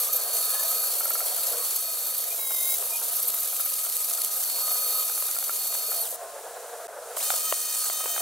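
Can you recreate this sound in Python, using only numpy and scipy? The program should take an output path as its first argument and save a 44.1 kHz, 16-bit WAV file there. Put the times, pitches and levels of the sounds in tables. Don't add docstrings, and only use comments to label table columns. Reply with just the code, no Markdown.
import sys
import numpy as np
from scipy import signal
from scipy.io import wavfile
from scipy.ndimage import uniform_filter1d

SR = 44100
rng = np.random.default_rng(int(sys.argv[2]) if len(sys.argv) > 2 else 0)


def attenuation_scalar(level_db):
    decades = np.asarray(level_db, float) / 20
    return 10 ** decades


def log_audio(samples):
    frames = np.atleast_2d(samples).T
    limited = np.clip(frames, -1, 1)
    pcm = np.round(limited * 32767).astype(np.int16)
    wavfile.write(sys.argv[1], SR, pcm)


N = 362061

# start in seconds, end in seconds.
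SPELLS = [(0, 6.16), (7.166, 9)]
# start in seconds, end in seconds.
HEAVY = (2.385, 2.75)
# start in seconds, end in seconds.
DROPOUT = (6.872, 6.879)
SWITCH_OFF_S, SILENT_S = 6.025, 6.08
SWITCH_ON_S, SPIN_UP_S = 7.194, 0.018
FREE_HZ = 4402


def evened(x):
    return x / np.sqrt(np.mean(x ** 2) + 1e-20)


def read(points, hz):
    f, value = np.transpose(points)
    return np.interp(np.log(hz + 1), np.log(f + 1), value)


def running(spans, t):
    return sum(np.clip(np.minimum(t - a, b - t) / 0.00093 + 1, 0, 1) for a, b in spans)


def flicker(per_s):
    steps = rng.standard_normal(int(N / SR * per_s) + 2)
    return np.interp(np.arange(N) / SR * per_s, np.arange(len(steps)), steps) * np.sqrt(1.5)


def noise(colour_db, patchy_db, size, count=7):
    # frequency in Hz, coherence.
    coherence = [(200, 0.9), (330, 0.99), (1000, 1), (2500, 0.91), (5000, 0.77), (9000, 0.67), (15000, 0.5)]
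    # frequency in Hz, lead of the left port in radians.
    port_lead = [(3000, 0.081), (6000, 0.25), (10000, 1), (15000, 0.74)]
    hop = size // 4
    hz, t = np.fft.rfftfreq(size, 1 / SR), np.arange(N // hop + 5) * hop / SR
    a, b, c, d, patches = rng.standard_normal((5, len(t), len(hz)))
    patches = uniform_filter1d(patches, size=7, axis=0)
    patches = evened(uniform_filter1d(patches, size=count, axis=1))
    same = np.clip(read(coherence, hz), -1, 1)
    left = a + 1j * b
    right = same * left + np.sqrt(1 - same ** 2) * (c + 1j * d)
    right = right * np.exp(-1j * read(port_lead, hz))
    z = np.array([left, right]) * attenuation_scalar(colour_db(t[:, None], hz) + patchy_db * patches)
    return evened(signal.istft(z.transpose(0, 2, 1), nperseg=size, noverlap=size - hop)[1][:, :N])


def light(db, count):
    u = rng.random((count, 2))
    return [(a * SWITCH_OFF_S, db + 3 * (2 * b - 1)) for a, b in u]


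def sided(events, lead):
    return [(s, db, lead * side) for (s, db), side in zip(events, rng.choice([-1, 1], len(events)))]


def low_floor():
    def colour_db(t, hz):
        return read([(20, -3.0), (300, 1.0), (500, -21), (900, -90)], hz)
    t = np.arange(N) / SR
    level_db = -71.5 + 2.9 * (running(SPELLS, t) - 1)
    return attenuation_scalar(level_db) * noise(colour_db, patchy_db=0.8, size=2048)


def rumble():
    # time in seconds, level in dB.
    shop_levels = [(0, -46.5), (1.6, -45.5), (1.8, -51), (2.9, -49.5), (3.9, -53.5), (4.76, -48),
                   (5.5, -53), (6.3, -44), (7.1, -43.5), (7.65, -55), (8.21, -46)]
    # frequency in Hz, density in dB per Hz.
    rumble_colour = [(150, -70), (250, -37), (457, -5), (655, -3.5), (826, -10), (1130, -12.5),
                     (1250, -12.5), (1490, -12), (2460, -30), (4000, -63), (5200, -64), (8800, -120)]
    # frequency in Hz, width in Hz, boost in dB.
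    booms = [(477, 18, 3), (696.7, 18, 8)]

    def colour_db(t, hz):
        boost_db = sum(db / (1 + ((hz - f) / w) ** 2) for f, w, db in booms)
        return read(rumble_colour, hz) + boost_db
    t = np.arange(N) / SR
    level_db = np.interp(t, *np.transpose(shop_levels)) + 2.5 + 1.46 * flicker(70)
    return noise(colour_db, patchy_db=2.5, size=2048, count=2) * attenuation_scalar(level_db)


def air_hiss():
    # frequency in Hz, density in dB per Hz.
    air_colour = [(1470, -21), (2500, -12.5), (3120, -13), (4090, -11.5), (4660, -12.5), (9100, -4.5),
                  (15700, -13.5)]
    before_db, after_db, dip_db, recover_s = -43.5, -39.5, -10, 0.3
    t = np.arange(N) / SR
    dip = np.clip(1 - (t - DROPOUT[1]) / recover_s, 0, 1)
    level_db = np.where(t < DROPOUT[1], before_db, after_db + dip_db * dip)
    return noise(lambda t, hz: read(air_colour, hz), patchy_db=0.9, size=512) * attenuation_scalar(level_db)


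def struck(events, modes, rise_s, detune):
    t, out = np.arange(SR // 8) / SR, np.zeros((2, N + SR))
    for (s, db, lead), tune in zip(events, rng.standard_normal(len(events))):
        ahead = lead / 2 * np.array([[1], [-1]])
        blow = 0
        for hz, mode_db, t60 in modes:
            decay = attenuation_scalar(mode_db - 60 * t / t60)
            blow = blow + decay * np.sin(2 * np.pi * hz * (1 + detune * tune) * t + ahead)
        blow *= 1 - np.exp(-t / rise_s)
        out[:, round(s * SR):][:, :len(t)] += attenuation_scalar(db) * blow / abs(blow).max()
    return out[:, :N]


def knocks():
    # start in seconds, peak in dB, lead of the left port in radians.
    knock_events = [(2.3264, -28, -2.5), (2.3921, -29, -1.5), (2.4234, -32, 2), (2.474, -37, 2),
                    (2.5077, -27.5, 0.8), (2.5177, -29, 1.5), (2.546, -31, 1.5), (2.8248, -29.5, -0.6),
                    (3.0174, -30, -1.1), (3.3412, -28, 1.5), (3.5292, -30.5, 1), (3.6591, -30.5, 0.5),
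                    (3.7227, -35, -1.5), (3.865, -29, 0.5), (4.1121, -31.5, 1), (4.6789, -28.5, 0.5),
                    (4.715, -28, -0.8), (5.0971, -26.5, -1), (5.1211, -32, -1.5), (5.1767, -28, 1),
                    (5.2235, -27, 1.4), (5.2895, -29, 1), (5.3837, -32, -1.5), (5.4266, -29, 0.2),
                    (5.7252, -28, 1.5), (5.7497, -26.5, -1.5), (7.17, -24, -0.5), (7.3032, -13.5, -1.2),
                    (7.3205, -32, 1), (7.3391, -21, -1.8), (7.5242, -13.5, 1), (7.757, -27.5, -2),
                    (7.8985, -20, 1.5), (8.0059, -27.5, 0.5), (8.0398, -30, 0.5), (8.058, -24, -0.3),
                    (8.0797, -30, 1.5), (8.1631, -23.5, 0.7), (8.1784, -20, -1.5)]
    # frequency in Hz, level in dB, t60 in seconds.
    thud_modes = [(704, -1, 0.012), (1237, 6, 0.0064), (2110, -7, 0.0088), (3275, 3, 0.0046)]
    events = knock_events + sided(light(-39, count=16), lead=0.72)
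    return struck(events, thud_modes, rise_s=0.0034, detune=0.11)


def taps():
    # start in seconds, peak in dB.
    tap_events = [(1.007, -26), (1.0552, -26), (1.1058, -25), (1.1527, -24.5), (1.204, -27), (1.383, -32),
                  (1.439, -36), (1.531, -32), (3.5973, -29.5), (3.8492, -34), (4.1838, -32.5), (5.364, -29),
                  (5.4935, -23.5), (5.917, -29)]
    # frequency in Hz, level in dB, t60 in seconds.
    wall_modes = [(1357, -1, 0.051), (1285, -8.5, 0.061), (2270, -12, 0.038), (690, 5, 0.0094),
                  (1640, 1.5, 0.01)]
    return struck(sided(tap_events, lead=0.33), wall_modes, rise_s=0.001, detune=0.0058)


def short_tones():
    # start in seconds, length in seconds, start frequency in Hz, end frequency in Hz, base level in dB.
    tone_events = [(0.462, 0.22, 1660, 1760, -46.5), (0.47, 0.257, 1055, 1114, -46),
                   (1.52, 0.19, 1156, 1090, -49.5), (2.299, 0.057, 2440, 2460, -45),
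                   (2.8, 0.34, 917, 937, -51.5), (2.899, 0.1, 2430, 2470, -39),
                   (4.878, 0.19, 1064, 1110, -48), (6.12, 0.31, 1064, 1050, -52)]
    out = np.zeros((2, N))
    for s, length, hz, end_hz, db in tone_events:
        glide_hz = np.linspace(hz, end_hz, round(length * SR))
        n = len(glide_hz)
        rough = attenuation_scalar(db + 4.0 * flicker(110)[:n]) * signal.windows.tukey(n, 0.9)
        phase = 2 * np.pi * np.cumsum(glide_hz) / SR + flicker(47.5)[:n]
        out[:, round(s * SR):][:, :n] += rough * np.sin(phase)
    return out


def grip(t):
    # start in seconds, hiss level in dB,
    # whine level in dB, first disc order level in dB, reference level of the higher orders in dB.
    grips = [(0, -29, -40, -44.5, -35.5), (.075, -31.5, -44, -47, -46), (.125, -30, -43, -49.5, -39),
             (.19, -30.5, -42, -55, -54), (.31, -28.5, -39.5, -49.5, -38.5), (.9, -28.5, -43, -59, -64),
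             (1.4, -28.5, -43.5, -55.5, -47), (1.782, -31, -44, -56, -44), (2.26, -30.5, -57, -62, -42.5),
             (2.55, -27.5, -55, -71, -62), (2.76, -30, -52, -56.5, -47), (3.5, -29.5, -48.5, -53, -47),
             (4.47, -29.5, -38.5, -64, -45.5), (4.6, -29.5, -39, -47, -38), (5.04, -30, -47, -51, -44.5),
             (5.32, -30.5, -46.5, -56.5, -46), (5.6, -30, -41.5, -55, -43), (6.04, -33.5, -48, -76, -49),
             (7.181, -28.5, -43, -53.5, -44.5), (7.3, -28.5, -42.5, -46, -47),
             (7.42, -29.5, -42.5, -50.5, -44.5), (7.55, -31, -44, -55.5, -47.5),
             (7.78, -28.5, -40, -48, -54), (7.92, -32, -46, -50, -44)]
    regrip_s = 0.05
    s, *values = np.transpose(grips)
    slides = [np.clip((t - at) / regrip_s + 0.5, 0, 1) for at in s[1:]]
    return [v[0] + sum(change * slide for change, slide in zip(np.diff(v), slides)) for v in values]


def scuff_db(t):
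    # time in seconds, jump in dB.
    scuffs = [(3.9, 8), (3.968, 8.5), (4.137, 7), (4.151, 7), (4.219, 9), (4.238, 5), (4.248, 10),
              (4.401, 5.5), (4.434, 3.5), (4.439, 8), (5.313, 7), (5.388, 7)]
    scuff_s = 0.0016
    out, half = np.zeros(len(t)), SR // 100
    bump = np.exp(-(np.arange(-half, half) / SR / scuff_s) ** 2)
    for s, db in scuffs:
        out[round(s * SR) - half:][:2 * half] += db * bump
    return out


def bites():
    # time in seconds, drive in dB.
    stroke_events = [(0.41, -20), (0.4474, -18), (0.7944, -14), (0.997, -13.5), (1.032, -19), (1.048, -12),
                     (1.097, -10.5), (1.131, -18), (1.145, -14.5), (1.192, -12), (1.253, -16),
                     (1.7568, -14), (2.178, -12.5), (2.955, -20), (3.16, -12), (3.2257, -12), (3.279, -13),
                     (3.342, -14), (3.4, -12.5), (3.455, -20), (3.605, -16), (3.644, -17), (4.7202, -12),
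                     (5.907, -15), (6.0204, -17), (7.174, -23), (7.195, -21)]
    flare, sag, u = np.zeros(N), np.zeros(N), np.arange(SR // 25) / SR
    swell = np.exp(-((u - 0.014) / np.where(u < 0.014, 0.009, 0.0065)) ** 2)
    for s, db in stroke_events + light(-17, count=14):
        at = round((s - 0.008) * SR)
        flare[at:][:len(u)] += attenuation_scalar(db) * swell
        sag[at:][:len(u)] = 0.081 * np.clip((u - 0.008) / 0.022, 0, 1)
    return flare, sag


def strokes(flare):
    # frequency in Hz, width in Hz, level in dB.
    bite_bands = [(12640, 400, 17.5), (9400, 86, -7), (13800, 700, -3), (7000, 2800, -11),
                  (4640, 1100, -26)]

    def colour_db(t, hz):
        return 20 * np.log10(sum(attenuation_scalar(db) / (1 + ((hz - f) / w) ** 2) for f, w, db in bite_bands))
    return noise(colour_db, patchy_db=3.0, size=256) * flare * attenuation_scalar(-18)


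def grind():
    # frequency in Hz, density in dB per Hz.
    hiss_colours = [
        [(530, -33), (900, -15.5), (1240, -12.5), (1520, -19), (2640, -17), (4260, -10), (5290, -11.5),
         (11900, -0.5), (15700, -7.5)],
        [(530, -46), (900, -11.5), (1240, -11), (1980, -17), (2490, -21), (2870, -13), (4260, -11),
         (8950, -1.5), (15700, -6)],
    ]
    # start in seconds, end in seconds.
    loose = (2.7, 4.45)

    def colour_db(t, hz):
        held = np.where(t > SPELLS[1][0], read(hiss_colours[1], hz), read(hiss_colours[0], hz))
        lower = np.clip(np.log(7000 / (hz + 1)) / 1.39, 0, 1)
        lower_db = 0.33 * (grip(t)[0] + 25.2) - 2.2
        lower_db = lower_db - 4.9 * running([HEAVY], t)
        lower_db = lower_db - 5 * running([(SILENT_S, SPELLS[0][1])], t)
        return held + lower * lower_db
    t = np.arange(N) / SR
    level_db = grip(t)[0] + 0.5 * flicker(30) + 0.46 * flicker(120) + 1.37 * flicker(240) + 1.87
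    level_db += scuff_db(t) + 0.88 * running([loose], t) * flicker(170)
    level_db -= 3.3 * running([HEAVY], t)
    return noise(colour_db, patchy_db=2.0, size=512, count=5) * attenuation_scalar(level_db) * running(SPELLS, t)


def speed(t):
    load_s, unload_s, load_sag_hz = 0.03, 0.025, 500
    deeper_hz, deepest_s, coast_hz_per_s = 180, 2.58, 28200
    pressed = np.minimum((t - HEAVY[0]) / load_s + 1, (HEAVY[1] - t) / unload_s + 1)
    pressed = np.clip(pressed, 0, 1)
    deeper = np.interp(t, [HEAVY[0], deepest_s, HEAVY[1]], [0, deeper_hz, deeper_hz / 3])
    hz = FREE_HZ - (load_sag_hz + deeper) * pressed
    coasting = np.maximum(hz - coast_hz_per_s * np.maximum(t - SWITCH_OFF_S, 0), 0)
    return np.where(t < SWITCH_ON_S, coasting, hz * np.tanh((t - SWITCH_ON_S) / SPIN_UP_S))


def jab(t):
    return np.clip(1.8 * (1 - abs(t - 0.064) / 0.034), 0, 1)


def presses_db(t):
    # time in seconds, swell in dB.
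    presses, press_s = [(0.135, 12.6), (0.165, 9.7)], 0.0078
    return sum(db * np.exp(-((t - s) / press_s) ** 2) for s, db in presses)


def motor_lines(t, gear, whine_db, first_db, high_db):
    # multiple, dB against the high-order reference before the pause,
    # the same after it, dB under heavy load.
    disc_orders = [(1.5, -45, -12.5, -74), (2, -16.5, -8, -46), (2.5, -26, -5.5, -61), (3, -10, -6, -52),
                   (4, -27, -25, -66), (5, -10.5, -2, -49.5), (6, -25, -7, -44.5), (7, -8.5, 1, -43),
                   (8, -4, -12, -44), (9, -4.5, -12, -37), (10, 5.5, -1, -36.5), (11, -11, 3, -34.5),
                   (12, -6, -1, -34), (13, -21, -20, -37), (14, -30, -30, -35)]
    # multiple added, dB against the high-order reference,
    # dB under heavy load.
    sidebands = [(1, -30, -50), (2, -12, -50), (3, -16, -50), (4, -11, -56), (6, -8, -50), (7, -30, -37),
                 (11, -30, -35)]
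    lines = [(1, whine_db, -41, 0.3, 0, 0.5), (gear, first_db, -54, 0.5, 1, 0.05)]
    lines.append((1270 / 4402, first_db - 4.5, -70, 1.3, 1, 0.05))
    for k, before_db, after_db, loaded_db in disc_orders:
        reference_db = np.minimum(high_db, -41 if k < 4 else 0)
        db = reference_db + np.where(t > SWITCH_ON_S, after_db, before_db)
        lines.append((k * gear, db, loaded_db, 0.62 if k < 4 else 0.8, k, 0.15))
    for k, db, loaded_db in sidebands:
        lines.append((1 + k * gear, high_db + db, loaded_db, 0.7, k, 0.15))
    return lines


def motor(flare, sag):
    gear = 1238 / 4402
    jab_duck_db, jab_sag_hz, chirp_db = -8.5, 360, -17.5
    t = np.arange(N) / SR
    hz = speed(t)
    whine_db, first_db, high_db = grip(t)[1:]
    starting = (t > SWITCH_ON_S) * (1 - hz / FREE_HZ)
    whine_db = whine_db + 9 * starting + scuff_db(t) + jab_duck_db * jab(t)
    first_db = first_db + jab_duck_db * jab(t)
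    high_db = high_db - 60 * starting + 1.3 * flicker(14) + presses_db(t)

    turns = 2 * np.pi * np.cumsum(hz) / SR
    braked = 2 * np.pi * np.cumsum(hz * (1 - sag)) / SR
    dragged = 2 * np.pi * np.cumsum(jab_sag_hz * jab(t)) / SR
    runout = 0.19 * flicker(45) + 0.23 * flicker(140)
    loaded = running([HEAVY], t)
    chatter = np.sin(2 * np.pi * np.cumsum(44 + 4 * flicker(12)) / SR)
    swell_db = 2.0 * chatter + 5 * (t - HEAVY[1]) / (HEAVY[1] - HEAVY[0])
    turns += 1.2 * loaded * chatter

    out = np.zeros((2, N))
    for ratio, db, loaded_db, fuzz, k, lead in motor_lines(t, gear, whine_db, first_db, high_db):
        ports = np.array([[lead], [-lead]])
        wander = fuzz * flicker(30 * ratio + 15) + k * gear * runout
        wander = wander + 1.1 * loaded * flicker(70 * ratio)
        rough_db = (3.0 - 1.5 * loaded) * fuzz * flicker(25 * ratio + 15)
        size = attenuation_scalar(db + loaded * (loaded_db + swell_db - db) + rough_db) * np.sqrt(2)
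        if k > 6:
            chirp = np.cos(ratio * braked + wander / 2 + 2 * ports)
            out += attenuation_scalar(db - high_db + chirp_db) * flare * chirp
        out += size * np.cos(ratio * (turns - (k > 0) * dragged) + wander + ports)
    return out * running([(0, SILENT_S), (SWITCH_ON_S + 0.5 * SPIN_UP_S, 9)], t)


def scene():
    flare, sag = bites()
    background = rumble() + air_hiss()
    contacts = knocks() + taps() + short_tones()
    return background + contacts + strokes(flare) + grind() + motor(flare, sag)


def roll_off(x):
    return signal.sosfilt(signal.butter(12, 16890, fs=SR, output="sos"), x)


def record(dry):
    t = np.arange(N) / SR
    band = signal.firwin(1023, [300, 15800], pass_zero=False, window=("kaiser", 8), fs=SR)
    mix = signal.oaconvolve(dry, band[None], "same") + low_floor()
    gap = np.clip(np.maximum(DROPOUT[0] - t, t - DROPOUT[1]) / 0.0011, 0.03, 1)
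    return roll_off(mix * gap)


dry = scene()
out = record(dry)
log_audio(out)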